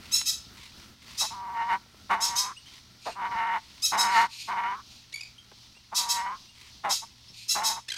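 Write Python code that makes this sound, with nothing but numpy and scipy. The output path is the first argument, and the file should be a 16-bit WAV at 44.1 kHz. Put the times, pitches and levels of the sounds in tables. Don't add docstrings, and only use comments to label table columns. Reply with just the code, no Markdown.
import sys
import numpy as np
from scipy import signal
from scipy.fft import rfft, irfft
from scipy.io import wavfile
from scipy.ndimage import uniform_filter1d, map_coordinates

SR = 44100
rng = np.random.default_rng(int(sys.argv[2]) if len(sys.argv) > 2 else 0)


def master_out(mix):
    frames = np.transpose(np.atleast_2d(mix))
    ceiling = np.clip(frames, -1, 1)
    pcm = np.round(ceiling * 32767).astype(np.int16)
    wavfile.write(sys.argv[1], SR, pcm)


N = 351477
TIME = np.arange(N) / SR
TOP_HZ = 15900
REST_HZ = 930


def undb(db):
    return 10 ** (np.asarray(db) / 20)


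def unit(x):
    return x / np.sqrt(np.mean(x ** 2))


def over_hz(points, hz):
    f, value = np.transpose(points)
    return np.interp(np.log(np.maximum(hz, 1)), np.log(f), value)


def colour(x, points):
    hz = np.fft.rfftfreq(len(x), 1 / SR)
    gain = undb(over_hz(points, hz))
    return unit(irfft(rfft(x) * gain, len(x)))


def resonate(x, hz, width):
    b, a = signal.iirpeak(hz, hz / width, fs=SR)
    return signal.lfilter(b, a, x)


def ring(x, modes):
    total = 0
    for k, (hz, width, db) in enumerate(modes):
        total = total + (-1) ** k * undb(db) * resonate(x, hz, width)
    return unit(total)


def wander(rate, size=N):
    at = np.arange(size) * rate / SR
    values = rng.standard_normal(int(at[-1]) + 3)
    return map_coordinates(values, [at], order=2, mode="nearest")


def swells(table):
    total = 0
    for start, length, db in table:
        total = total + undb(db) * np.sin(np.pi * np.clip((TIME - start) / length, 0, 1))
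    return total


def room(x, first_s=.006, build_s=.012):
    # frequency in Hz, time to decay by 60 dB in seconds.
    decay_times = [(200, 0.15), (1000, 0.38), (5000, 0.25), (9000, 0.25), (15000, 0.19)]
    t = TIME[:SR // 2]
    spectrum = rfft(rng.standard_normal(len(t)))
    hz = np.fft.rfftfreq(len(t), 1 / SR)
    band = np.round(2 * np.log2(np.maximum(hz, 100) / 100))
    tail = 0
    for b in np.unique(band):
        t60 = over_hz(decay_times, hz[band == b].mean())
        tail = tail + irfft(spectrum * (band == b), len(t)) * np.exp(-np.log(1000) * t / t60)
    build = np.clip((t - first_s) / build_s, 0, 1)
    response = unit(tail * build) / np.sqrt(len(t))
    return signal.fftconvolve(x, response)[:N]


def background(hiss_waver_db=3, flicker_db=3, hum_waver_db=2):
    # frequency in Hz, relative spectral level in dB per Hz.
    ambience = [(25, -6.5), (70, 4), (150, -5.5), (220, -3), (450, -21), (800, -14), (1500, -19.5),
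                (2200, -22), (3000, -8.5), (4300, -3.5), (6000, -7.5), (7200, -20), (11000, -27),
                (16000, -30)]
    # frequency in Hz, relative spectral level in dB per Hz.
    stir_colour = [(30, -9.5), (75, 6.5), (130, -6), (220, 1.5), (480, -14.5), (1200, -15), (1360, -3.5),
                   (1500, -12), (2500, -18), (8000, -26), (16000, -28)]
    hiss_db, hum_db, hum_hz = -55.5, -65.5, 118
    stir_start_db, stir_fall_db_per_s = -55, 2.04
    hiss_gain = undb(hiss_db + hiss_waver_db * wander(8.9))
    hiss = hiss_gain * colour(rng.standard_normal(N), ambience)
    stir_db = stir_start_db - stir_fall_db_per_s * TIME + flicker_db * wander(13)
    stir = undb(stir_db) * colour(rng.standard_normal(N), stir_colour)
    hum_phase = 2 * np.pi * np.cumsum(hum_hz * (1 + 0.01064 * wander(2.3))) / SR
    hum = undb(hum_db + hum_waver_db * wander(1.4)) * np.sqrt(2) * np.sin(hum_phase)
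    return hiss + stir + hum


def cloth_rub(grain_db=3.0):
    # start in seconds, length in seconds, peak level added in dB.
    strokes = [(0, 0.26, -47), (.53, 0.2, -51.5), (.76, 0.14, -59.5), (.98, 0.4, -50.5),
               (2.65, 0.17, -53.5), (3.4, 0.86, -60.5), (6.54, 0.19, -53)]
    # frequency in Hz, relative spectral level in dB per Hz.
    cloth = [(300, -8.5), (750, -22.5), (950, -1.5), (1500, -12), (2000, -0.5), (4500, -2.5), (6800, -11),
             (9000, -14.5), (12000, -21.5), (16000, -23)]
    touch_db = -63.5
    grains = rng.standard_normal(N) * undb(grain_db * wander(300))
    return (undb(touch_db) + swells(strokes)) * colour(grains, cloth)


def knocks():
    # start in seconds, peak level in dB, pitch in Hz, decay of the push by 60 dB in seconds.
    bumps = [(.214, -24, 2230, 0.023), (.465, -45, 75, 0.18), (.59, -47, 62, 0.16),
             (1.862, -48, 585, 0.019), (1.945, -43.5, 498, 0.012), (2.035, -50, 85, 0.14),
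             (2.285, -46, 109, 0.2), (3.292, -43, 116.8, 0.15), (3.35, -40, 120, 0.081),
             (5.516, -41, 597, 0.055), (5.767, -53, 400, 0.055), (7.302, -52, 90, .12)]
    out = np.zeros(N)
    t = TIME[:SR // 4]
    for start, db, hz, t60 in bumps:
        push = rng.standard_normal(len(t)) * np.exp(-np.log(1000) * t / t60)
        knock = resonate(resonate(push, hz, 2 * hz), hz, 2 * hz)
        first = int(start * SR)
        out[first:first + len(t)] += undb(db) * knock / np.abs(knock).max()
    return out


def notes(table, beak, scoop, sag, jitter, hiss_db, swell, crack):
    out = np.zeros(N + SR)
    for start, length, pitch_hz, db, rough in table:
        size = int(length * SR)
        u = np.linspace(0, 1, size)
        arch = 1 - scoop * (1 - u) ** 5 - sag * u ** 6
        rough = rough + crack * (u ** 4 + (1 - u) ** 5 / 3)
        hz = pitch_hz * arch * (1 + jitter * rough * wander(900, size))
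        phase = 2 * np.pi * np.cumsum(hz) / SR
        halfway_db = 20 * np.log10(np.clip(rough, .01, 1)) - 2
        tone = 0
        for k in np.arange(2, 25) / 2:
            line_db = over_hz(beak, k * hz) + 3 * wander(120, size) + (k % 1 > 0) * halfway_db
            line = np.sin(k * phase + rng.uniform(0, 2 * np.pi))
            tone = tone + undb(line_db) * (k * hz < TOP_HZ) * line
        hiss = rough * undb(hiss_db) * colour(rng.standard_normal(size), beak)
        envelope = np.abs(np.sin(np.pi * u)) ** swell
        first = int(start * SR)
        out[first:first + size] += undb(db) * unit(unit(tone) + hiss) * envelope
    return out[:N]


def peeps():
    # start in seconds, length in seconds, top pitch in Hz, level before the arch in dB,
    # roughness from 0 to 1.
    peep_rows = [(2.564, 0.031, 2910, -46, 0.1), (2.66, .028, 3180, -52, .05),
                 (3.103, 0.0345, 2775, -45.5, 0.9), (5.38, 0.024, 3250, -49, 0),
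                 (5.748, 0.037, 2770, -54.5, 0.23), (6.468, 0.05, 2820, -58.5, 0),
                 (7.28, 0.038, 5460, -50.5, 0)]
    # frequency in Hz, relative gain in dB.
    peep_beak = [(2900, 12.5), (5800, -4), (8700, 2), (11500, -40), (15000, -35)]
    return notes(peep_rows, peep_beak, scoop=0.16, sag=0, jitter=.03, hiss_db=0, swell=.5, crack=0)


def chatter():
    # start in seconds, length in seconds, top pitch in Hz, level before the arch in dB,
    # roughness from 0 to 1.
    chatter_rows = [(5.123, 0.014, 1940, -42.5, 0.65), (5.138, 0.014, 2270, -32.5, 0.07),
                    (5.157, 0.0076, 2350, -33, 0.18), (5.166, 0.02, 2330, -47, 0.6),
                    (5.19, 0.014, 2920, -50, 0.1), (5.208, 0.0091, 2505, -34, 0.26),
                    (5.22, 0.01, 2500, -46, 0.1), (5.233, 0.0069, 2340, -37.5, 0),
                    (7.882, 0.014, 1790, -33, 0.44), (7.898, 0.014, 2040, -31, 0.3),
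                    (7.918, 0.009, 1630, -28, 0.18), (7.939, 0.0084, 1510, -35, 0.5),
                    (7.961, 0.016, 1670, -38, 0.9)]
    # frequency in Hz, relative gain in dB.
    chatter_beak = [(1500, -3.5), (2400, 6.5), (3800, 6), (4700, 5.5), (7000, -3), (9000, -10.5),
                    (12000, -15), (15500, -56)]
    return notes(chatter_rows, chatter_beak, scoop=.04, sag=.03, jitter=.07, hiss_db=-3, swell=.6, crack=.1)


def squawks():
    # start in seconds, length in seconds, top pitch in Hz, relative level before the arch
    # in dB, roughness from 0 to 1 before the cracks at the ends.
    squawk_rows = [(.112, 0.071, 1347, -23, 0.01), (.25, 0.067, 1337, -24.5, 0.41),
                   (1.171, 0.069, 1319, -25.5, 0.56), (2.2, 0.077, 1340, -25.5, 0.37),
                   (2.35, 0.067, 1300, -24.5, 0.46), (3.817, 0.064, 1319, -23, 0.01),
                   (3.971, 0.063, 1312, -24, 0.16), (5.942, 0.069, 1340, -24, 0.65),
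                   (6.082, 0.055, 1334, -24, 0.41), (6.888, 0.07, 1320, -25, 0.8),
                   (7.479, 0.066, 1365, -23, 0.32), (7.629, 0.074, 1339, -24.5, 0.5)]
    # frequency in Hz, relative gain in dB.
    squawk_beak = [(1300, -26.5), (2600, -15), (3900, -3), (4600, -4), (5240, 3), (5800, -0.5), (6550, -1),
                   (8000, -9.5), (9300, -12), (12000, -14), (13300, -16.5), (15500, -27.5)]
    return notes(squawk_rows, squawk_beak, scoop=.17, sag=.15, jitter=.026, hiss_db=-6, swell=1.45, crack=2.5)


def beak_hiss(air):
    # frequency in Hz, width in Hz, relative gain in dB.
    beak_modes = [(2500, 360, 2.5), (4260, 660, 4.5), (5300, 1300, -2), (6820, 600, -3.5), (8660, 360, -8),
                  (9700, 180, -11.5), (11600, 790, -15)]
    high_pass = signal.butter(4, 2100, "high", fs=SR, output="sos")
    return unit(signal.sosfilt(high_pass, ring(air, beak_modes)))


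def hisses(flicker_db=2):
    # start in seconds, length in seconds, peak level before the flicker in dB.
    hiss_rows = [(3.003, 0.16, -47.5), (4.08, 0.2, -35), (4.28, 0.25, -40.5), (4.842, 0.23, -56.5),
                 (7.326, 0.19, -45.5)]
    return swells(hiss_rows) * beak_hiss(rng.standard_normal(N)) * undb(flicker_db * wander(50))


def side_tones(pulses, phase, modes):
    total = 0
    for hz, width, db in modes:
        pole = np.exp((2j * np.pi * (hz - REST_HZ) - np.pi * width) / SR)
        ringing = signal.lfilter([1], np.poly([pole, pole]), pulses)
        total = total + undb(db) * (1 - abs(pole)) ** 2 * ringing
    return unit(np.real(total * np.exp(1j * phase)))


def syrinx(row, t, tremble_db=1.18):
    # peak time in seconds,
    # half-width of the bell curve (to 1/e) in seconds, effort in dB.
    pushes = [(1.601, 0.037, 8), (1.72, 0.039, 6.5), (2.118, 0.045, 10.5), (3.155, .03, -8),
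              (3.232, 0.023, 2), (3.297, 0.02, -6), (4.193, 0.04, 10), (4.632, 0.053, 3.5),
              (4.779, 0.034, -13), (5.932, .012, 5), (5.97, 0.015, -6.5), (6.224, 0.111, 7),
              (7.751, 0.02, -8)]
    bright_db_per_db, sag_hz_per_db = 0.85, 4
    lift_s, lift_rasp = .1, 1.2
    rasp_settle_s, rasp_return_s = .11, .03
    held_rasp, closing_rasp = .14, .5
    flutter_start_hz, rasp_slows_hz, flutter_sag_hz_per_s = 210, 21.87, 22
    attack_s, edge_db = 0.02, -32.5
    start, length, release, pitch_hz, db, swell_db, overtones_db, opening_rasp, lift = row
    age = np.maximum(t - start, 0)
    left = np.maximum(start + length - t, 0)
    effort_db = swell_db * (age / length - .5) + tremble_db * wander(33.9, len(t))
    for peak, width, push_db in pushes:
        effort_db = effort_db + push_db * np.exp(-((t - peak) / width) ** 2)
    edges = np.maximum(1 - age / attack_s, 0) ** 2 + np.maximum(1 - left / release, 0) ** 2
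    level_db = db + effort_db + edge_db * edges
    climb = lift * np.exp(-left / lift_s)
    hz = pitch_hz * (1 + climb) - sag_hz_per_db * effort_db
    bright_db = overtones_db + bright_db_per_db * effort_db
    held = np.minimum(held_rasp * undb(-effort_db), .5) + lift_rasp * climb
    rasp = held + (opening_rasp - held) * np.exp(-(age / rasp_settle_s) ** 2)
    rasp = np.clip(rasp + (1 - rasp) * closing_rasp * np.exp(-left / rasp_return_s), 0, 1)
    flutter_hz = flutter_start_hz - rasp_slows_hz * rasp - flutter_sag_hz_per_s * age
    return hz, level_db, bright_db, flutter_hz, rasp


def growl(row, shimmer_db=2, octave_db=0, third_db=-12, buzz_db=2, mouth_db=1, chest_db=-15,
          strain_db=-24, strain_growth=1.0):
    # frequency in Hz, width of each of two equal poles in Hz, relative gain in dB.
    throat = [(775.3, 106, -2), (931, 53, 1), (1187, 226, 4)]
    # Hz, Hz, dB.
    mouth = [(1410.5, 120, 8), (1892, 120, 1.5), (2083, 275, -0.5), (2942, 100, -7)]
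    # frequency in Hz, width in Hz, relative gain in dB.
    chest = [(224.2, 94, -1), (400, 664, 0.37), (513, 415, 0.72)]
    # frequency in Hz, relative spectral level in dB per Hz.
    air_colour = [(150, -29), (220, -8), (300, -8.5), (420, -19), (580, -22), (800, 10.5), (1400, -4.5),
                  (2200, -2.5), (2600, -4), (3000, -20), (3600, -8.5), (4900, -30), (8000, -31.5),
                  (16000, -60.5)]
    chop, bend, jitter, waver = .25, .035, .03, .01
    air_db, puff = -10, .5
    start, length = row[:2]
    first, last = int(start * SR), min(int((start + length) * SR), N)
    t = TIME[first:last]
    size = len(t)
    hz, level_db, bright_db, flutter_hz, rasp = syrinx(row, t)
    bright = undb(np.minimum(bright_db, -5))
    turns = np.cumsum(flutter_hz * (1 + jitter * (1 + 4 * rasp) * wander(200, size))) / SR
    cycle = turns % 1
    force = undb(shimmer_db * wander(220, size))
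    swing = np.cos(2 * np.pi * (cycle - 1 / 8)) * force
    pitch_waver = (waver + 0.072 * rasp) * wander(150, size)
    phase = 2 * np.pi * np.cumsum(hz * (1 + bend * swing + pitch_waver)) / SR
    octave = undb(octave_db) * np.cos(2 * phase + np.pi)
    third = undb(third_db) * np.cos(3 * phase)
    overtones = bright * (1 - rasp) ** 4 * (octave + third)
    whistle = np.sqrt(2 * (1 - rasp)) * (1 + chop * swing) * (np.cos(phase) + overtones)
    pulses = np.diff(np.floor(turns), prepend=0) * force
    throat_buzz = undb(buzz_db) * side_tones(pulses, phase, throat)
    chest_buzz = undb(chest_db) * ring(pulses, chest)
    buzz = np.sqrt(rasp) * (throat_buzz + chest_buzz)
    puffs = rng.standard_normal(size) * np.exp(-cycle / puff) * force
    mouth_buzz = undb(mouth_db) * side_tones(pulses, phase, mouth)
    rush = undb(air_db) * (1 + 2 * rasp) * colour(puffs, air_colour)
    voice = whistle + buzz + bright * (mouth_buzz + rush)
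    voice = voice / np.sqrt(uniform_filter1d(voice ** 2, size=SR // 70))
    strain = undb(strain_db + strain_growth * (level_db + 19.5))
    voice = voice + strain * beak_hiss(puffs)
    return np.pad(voice * undb(level_db), (first, N - last))


def growls():
    # start in seconds, length in seconds, release in seconds, pitch in Hz before effort and
    # lift, level in dB before effort, swell from start to end in dB, brightness of overtones and mouth in dB
    calls = [ (1.197, 0.083, 0.035, 907, -35.5, 2, -10.5, 0.7, 0),
             (1.296, 0.49, 0.034, 947, -36, 10.5, -15.5, 0.27, 0.059),
             (2.09, .451, 0.028, 926, -35.5, -5, -9, .92, .24),
             (3.051, 0.076, 0.044, 701, -31.5, 3, -1, 0.82, 0),
             (3.146, 0.4566, 0.046, 926, -29.5, 6.5, -5.5, 0.53, 0.011),
             (3.911, 0.37, 0.038, 947.6, -26.5, 0, -1, .92, 0),
             (4.472, .353, 0.035, 946.5, -31, -0.5, -7, .5, .12),
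             (5.912, .475, .06, 946, -38, 0, -15.5, 0.59, .2),
             (6.833, 0.13, 0.069, 818, -28.5, -3.5, -4, .92, 0.082),
             (7.013, 0.047, 0.024, 898, -39.5, -3, -15, 0.04, 0.0056),
             (7.544, 0.27, 0.036, 876, -33, -9.5, -8.5, 0.78, 0.053)]
    return sum(growl(row) for row in calls)


def scene(parrot_room_db=-32, squawk_db=2, squawk_room_db=-1, chatter_room_db=-8):
    handling = cloth_rub() + knocks()
    small_notes = chatter() + peeps()
    calls = squawks()
    parrot = growls() + hisses()
    to_room = undb(parrot_room_db) * parrot + undb(squawk_room_db) * calls + undb(chatter_room_db) * small_notes
    near = parrot + handling
    far = undb(squawk_db) * calls + small_notes
    return (near + far + room(to_room) + background())[None]


def record(dry):
    return signal.sosfilt(signal.ellip(10, .2, 80, TOP_HZ, fs=SR, output="sos"), dry)


dry = scene()
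out = record(dry)
master_out(out)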